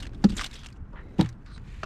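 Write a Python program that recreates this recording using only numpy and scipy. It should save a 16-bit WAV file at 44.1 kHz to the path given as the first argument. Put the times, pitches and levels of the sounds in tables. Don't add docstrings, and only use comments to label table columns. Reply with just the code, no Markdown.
import sys
import numpy as np
from scipy import signal
from scipy.fft import rfft, irfft
from scipy.io import wavfile
from scipy.ndimage import uniform_filter1d

SR = 44100
rng = np.random.default_rng(int(sys.argv[2]) if len(sys.argv) > 2 else 0)


def wrap_up_sound(samples):
    columns = np.atleast_2d(samples).T
    tamed = np.clip(columns, -1, 1)
    steps = np.round(tamed * 32767).astype(np.int16)
    wavfile.write(sys.argv[1], SR, steps)


def nominal_scale(level):
    x = np.asarray(level, float) / 20
    return 10 ** x


N = 81585

# (time [s], level [dB], contact [ms])
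FIRST_FLAP = [
    (.2403, -20, 0.27),
    (.2437, -9, 1.46),
    (.2930, -25.5, 2.1),
    (.3250, -30, 1.5),
]
SECOND_FLAP = [
    (1.1860, -20.5, 1.57),
    (1.191, -8, 1.65),
    (1.195, -13.5, 1.97),
    (1.2110, -18, 1.01),
    (1.2350, -19, 3.9),
]
# (pitch [Hz], level [dB], time to fade by 60 dB [s])
FORE_HULL_MODES = [(195.4, 7.5, 0.088), (226, 4, 0.072), (257, 3.5, 0.025), (347, -3.5, 0.058),
                   (414, -13, 0.1), (540, -12.5, 0.057), (833, -2.5, 0.049), (1157, -21, 0.016),
                   (1706, -7.5, 0.041)]
AFT_HULL_MODES = [(80.3, 0.5, 0.32), (120.5, -3.5, 0.29), (153, 6, 0.053), (186, 5, 0.053),
                  (255, -15, 0.12), (324.6, -2.5, 0.1), (447, -16.5, 0.078), (495, -8, 0.037),
                  (592, -11, 0.052), (775, 0.5, 0.027), (952, -2.5, 0.047)]
# (time [s], level [dB])
KNOCKS = [
    (1.8318, -27.5),
    (1.8335, -24.5),
    (1.8399, -38),
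]
# (pitch [Hz], level [dB], time to fade by 60 dB [s])
HANDLE_MODES = [(190, -4.5, 0.047), (390, -8, 0.063), (640, -6, 0.026), (900, -30, 0.0082),
                (1143, -12, 0.052), (1436, 5.5, 0.018), (2686, -4, 0.041), (4480, -1, 0.021)]
# (time [s], peak [dB], pitch [Hz], time to fade by 60 dB [s])
BRIGHT_SNAPS = [(0.0004, -32, 3900, 0.06), (.029, -32, 2900, .03), (0.0235, -31.5, 2910, 0.056),
                (0.0441, -41, 2860, 0.015), (0.146, -43, 3500, 0.031), (0.2406, -18.5, 4450, 0.032),
                (.0535, -40.5, 3000, 0.021), (.068, -35.5, 3660, 0.023), (.2885, -38, 4000, 0.043),
                (0.2945, -32, 3900, 0.038), (0.3014, -32.5, 4170, 0.05), (0.318, -35.5, 3050, 0.079),
                (0.337, -44, 2910, 0.023), (0.3655, -25, 6900, 0.053), (0.3755, -26, 3900, 0.04),
                (.3803, -23.5, 3440, 0.046), (.3915, -48, 3140, 0.025), (.3985, -27.5, 3000, 0.037),
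                (.4045, -28, 4400, 0.039), (.4098, -22.5, 5310, 0.054), (.4175, -27, 3530, 0.033),
                (.429, -34, 3100, 0.027), (0.4348, -26, 3000, 0.027), (0.4419, -16.5, 3560, 0.028),
                (0.4525, -29, 3030, 0.05), (0.4607, -26, 4020, 0.036), (0.5112, -37, 3650, 0.027),
                (0.5292, -34.5, 3600, 0.054), (.539, -34, 5270, 0.05), (0.5537, -33, 3230, 0.058),
                (0.5625, -39, 3400, 0.02), (.5905, -42.5, 6000, 0.038), (.604, -46, 3220, 0.033),
                (.613, -52, 5897, 0.018), (.6335, -33.5, 3500, 0.015), (0.6426, -37, 3250, 0.046),
                (0.6603, -29, 2650, 0.016), (0.6655, -34.5, 5500, 0.02), (0.6859, -37, 2690, 0.019),
                (.702, -45, 2290, 0.017), (.7617, -50, 2800, 0.033), (.7705, -56.5, 6000, 0.019),
                (0.7255, -43.5, 4670, 0.017), (1.182, -38.5, 2900, 0.06), (1.2097, -15, 3660, 0.019),
                (1.2244, -35, 3600, 0.026), (1.1915, -37, 2760, 0.012), (1.2455, -39, 2930, 0.032),
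                (1.2895, -35.5, 5600, 0.022), (1.299, -54, 4500, 0.023), (1.3265, -50, 3830, 0.019)]
# (time [s], peak [dB], pitch [Hz], time to fade by 60 dB [s])
DULL_SNAPS = [(0.052, -35, 1640, 0.019), (0.066, -36.5, 1410, 0.023), (0.092, -42, 970, 0.026),
              (0.132, -42.5, 1500, 0.037), (0.2402, -29, 1220, 0.087), (0.392, -15, 1614, 0.045),
              (0.4105, -21, 1120, 0.06), (0.5, -45, 1020, 0.025), (0.634, -38, 1620, 0.015),
              (0.93, -54, 980, 0.031), (1.191, -21.5, 900, 0.13), (1.244, -43.5, 1070, 0.19),
              (1.2596, -33, 1700, 0.02), (1.461, -40, 1520, 0.033), (1.56, -42, 1050, 0.047),
              (1.578, -37.5, 1380, 0.017), (1.832, -27.5, 1120, 0.064)]
# (frequency [Hz], level [dB per Hz])
SNAP_COLOUR = [(350, -23), (600, -9), (1750, -1.5), (3820, -7), (8700, -10), (10500, -27), (13000, -25.5),
               (15900, -40)]
# (time [s], level [dB])
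SHAKE = [(0, -56), (.075, -68), (.085, -71.5), (.22, -64.5), (.28, -61.5), (.36, -54), (.47, -50),
         (.49, -58.5), (.55, -54), (.62, -62.5), (.67, -57.5), (.72, -69), (.8, -81), (1.17, -69),
         (1.22, -53), (1.3, -64.5), (1.35, -76), (1.85, -62.5)]
# (frequency [Hz], level [dB per Hz])
RUSTLE_COLOUR = [(350, -35), (600, -12.5), (1570, -0.5), (2670, -1), (3380, -6.5), (7180, -13),
                 (15900, -30)]
# (start [s], length [s], level [dB], fade-in [s])
SLIDES = [
    (-.02, 0.49, -50.5, 0.012),
    (0.952, 0.083, -50, 0.008),
    (0.955, 0.37, -55, 0.019),
    (1.452, 0.11, -56.5, 0.024),
    (1.499, 0.083, -53.5, 0.071),
    (1.617, 0.32, -59.5, 0.093),
]
# (frequency [Hz], width [Hz], level [dB])
SLIDE_RINGS = [
    [(279, 82, 0)],
    [(940, 230, 1.5), (1380, 210, 4.5), (1850, 190, 6.5), (3100, 670, -13.5)],
    [(308, 290, 14), (2050, 120, 0.5), (3900, 110, -6)],
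    [(1143, 50, 2), (1430, 430, -1.5), (4170, 1400, -12)],
    [(4060, 210, 5), (8570, 300, -9)],
    [(1700, 270, 0.5), (2370, 380, 3), (3800, 940, -6), (6900, 1800, -14.5)],
]
# (start [s], length [s], level [dB], fade-in [s])
SOFT_NOISES = [
    (.215, 0.087, -62.5, 0.028),
    (.345, .05, -56, 0.013),
    (.372, 0.044, -41.5, 0.012),
    (.56, 0.089, -55, .015),
    (.634, 0.022, -66, .004),
    (.928, 0.056, -51, 0.0041),
]
# (frequency [Hz], width [Hz], level [dB])
SOFT_NOISE_RINGS = [
    [(6900, 340, 0), (3800, 810, -2)],
    [(7100, 400, 0)],
    [(230, 87, 0.45), (405, 99, -2.5)],
    [(3350, 400, 2), (5000, 500, -12)],
    [(8000, 260, 0)],
    [(348, 160, -0.21), (584, 130, -2.8), (1000, 290, 0.72)],
]
# (time [s], level [dB])
GUST = [(0, -40.5), (.2, -42), (.3, -35.5), (.39, -36), (.45, -46.5), (.79, -47.5), (.825, -37), (.87, -47),
        (.97, -43.5), (1.1, -47.5), (1.4, -49.5), (1.55, -44), (1.65, -45), (1.74, -42.5), (1.85, -44)]
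# (frequency [Hz], level [dB per Hz])
WIND_COLOUR = [(12, -29.5), (20, -5), (75, -10.5), (109, -14), (140, -7), (229, -12), (700, -32),
               (910, -69), (1540, -120)]
# (frequency [Hz], level [dB per Hz])
WATER_COLOUR = [(300, -11.5), (450, -21.5), (800, -3.5), (1500, -4.5), (2100, -15.5), (3000, -26),
                (8000, -50), (10000, -56), (15900, -77)]


def rms_one(x):
    return x / np.sqrt(np.mean(x ** 2) + 1e-20)


def in_time(rows):
    return np.interp(np.arange(N) / SR, *np.transpose(rows))


def drift(rate_hz):
    step = 40
    r = np.exp(-2 * np.pi * rate_hz * step / SR)
    noise = rng.standard_normal(N // step + 2002)
    slow = signal.lfilter([1], [1, -2 * r, r * r], noise)[2000:]
    return np.interp(np.arange(N) / step, np.arange(len(slow)), rms_one(slow))


def colour(x, points):
    hz = np.fft.rfftfreq(len(x), 1 / SR) + 1e-3
    at, db = np.transpose(points)
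    gain = nominal_scale(np.interp(np.log(hz), np.log(at), db, -90, -90))
    return irfft(rfft(x) * gain, len(x))


def filtered(x, order, hz, kind):
    return signal.sosfilt(signal.butter(order, hz, kind, fs=SR, output="sos"), x)


def ring(x, hz, t60):
    r = nominal_scale(-60 / (t60 * SR))
    w = 2 * np.pi * hz / SR
    return signal.lfilter([0, np.sin(w)], [1, -2 * r * np.cos(w), r * r], x + 1e-18)


def resonance(x, hz, width_hz):
    r = np.exp(-np.pi * width_hz / SR)
    top = np.array([1, 0, -1]) * (1 - r * r) / 2
    return signal.lfilter(top, [1, -2 * r * np.cos(2 * np.pi * hz / SR), r * r], x)


def struck(blows, modes):
    force = np.zeros(N + SR)
    for s, db, contact_ms in blows:
        start = int(s * SR)
        through = np.clip(np.arange(400) / (contact_ms * SR / 1000), 0, 1)
        push = np.sin(np.pi * through)
        force[start:start + 400] += nominal_scale(db) * push / push.sum()
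    out = np.zeros(N)
    for k, (hz, db, t60) in enumerate(modes):
        out += (-1) ** k * nominal_scale(db) * ring(force[:N], hz, t60)
    return out


def grains(per_s, spread_db):
    excess = np.minimum(rng.exponential(1, N), 5)
    sizes = nominal_scale(spread_db * excess) * rng.choice([-1, 1], N)
    return rms_one(sizes * (rng.random(N) < per_s / SR))


def crackle(per_s, spread_db, spectrum):
    clicks = grains(per_s, spread_db)
    dealt = rng.integers(0, 24, N)
    total = np.zeros(N)
    for k, hz in enumerate(np.geomspace(500, 15000, 24)):
        rung = ring(clicks * (dealt == k), hz, 22 / hz)
        total += rms_one(resonance(rung, hz, hz / 4)) * np.sqrt(hz)
    return rms_one(colour(total * signal.windows.tukey(N, 1 / 200), spectrum))


def rubbing(strokes, stroke_rings):
    fade_out_s = 0.041
    t = np.arange(N) / SR
    out = np.zeros(N)
    for (s, length, db, in_s), rings in zip(strokes, stroke_rings):
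        rub = rng.standard_normal(N)
        body = np.zeros(N)
        for k, (hz, width_hz, ring_db) in enumerate(rings):
            tone = resonance(resonance(rub, hz, width_hz), hz, hz)
            body += (-1) ** k * nominal_scale(ring_db) * tone
        shape = np.clip(np.minimum((t - s) / in_s, (s + length - t) / fade_out_s), 0, 1)
        out += nominal_scale(db + 1.4 * drift(48)) * shape * rms_one(body)
    return out


def hull():
    boom = struck(FIRST_FLAP, FORE_HULL_MODES) + struck(SECOND_FLAP, AFT_HULL_MODES)
    return filtered(boom, 2, 148, "high")


def snaps():
    trim_db, tone_db, ring_q = -2.4, 2.5, 5.3
    rise_share, top_multiple = 0.028, 5
    crack_db, crack_t60 = -12.5, 0.028
    fine = crackle(9000, 2.5, SNAP_COLOUR)
    coarse = rms_one(colour(grains(3000, 3.0), SNAP_COLOUR))
    grit = np.pad(fine + coarse, (0, SR))
    clicks = np.pad(grains(9000, 2.0), (0, SR))
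    out = np.zeros(N + SR)
    t = np.arange(SR // 10) / SR
    for s, db, hz, t60 in list(BRIGHT_SNAPS) + list(DULL_SNAPS):
        start = int(s * SR)
        at = slice(start, start + len(t))
        tone = rms_one(resonance(resonance(clicks[at], hz, hz / ring_q), hz, hz / 2))
        dulled = rms_one(filtered(grit[at], 3, min(top_multiple * hz, .45 * SR), "low"))
        rise = 1 - np.exp(-t / (rise_share * t60))
        fade = nominal_scale(-60 * t / t60) + nominal_scale(crack_db - 60 * t / crack_t60)
        burst = rise * fade * (dulled + nominal_scale(tone_db) * tone)
        out[at] += nominal_scale(db + trim_db) * burst / np.abs(burst).max()
    return out[:N]


def handle():
    return struck([(s, db, .25) for s, db in KNOCKS], HANDLE_MODES)


def soft_noises():
    return rubbing(SOFT_NOISES, SOFT_NOISE_RINGS)


def slides():
    return rubbing(SLIDES, SLIDE_RINGS)


def rustle():
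    return nominal_scale(in_time(SHAKE) + 1.55 * drift(39)) * crackle(12000, 2.2, RUSTLE_COLOUR)


def wind():
    lumps = nominal_scale(1.2 * drift(12))
    air = rms_one(colour(rng.standard_normal(N) * lumps, WIND_COLOUR))
    low = filtered(air, 3, 100, "low")
    even = low / np.sqrt(uniform_filter1d(low ** 2, size=3500))
    steady = rms_one(filtered(air[::-1], 2, 110, "high"))
    return nominal_scale(in_time(GUST) + 3) * even + nominal_scale(-52) * steady


def water():
    patchy_db = 1.5 * drift(10)
    return nominal_scale(-63.5 + patchy_db) * rms_one(colour(rng.standard_normal(N), WATER_COLOUR))


def scene():
    fish_and_net = hull() + snaps() + handle() + soft_noises() + slides() + rustle()
    return (fish_and_net + wind() + water())[None]


def band_limit(x):
    return signal.sosfilt(signal.butter(12, 16050, fs=SR, output="sos"), x)


def record(dry):
    steep = signal.cheby2(12, 70, 16050, fs=SR, output="sos")
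    mix = signal.sosfilt(steep, dry)
    return band_limit(mix)


dry = scene()
out = record(dry)
wrap_up_sound(out)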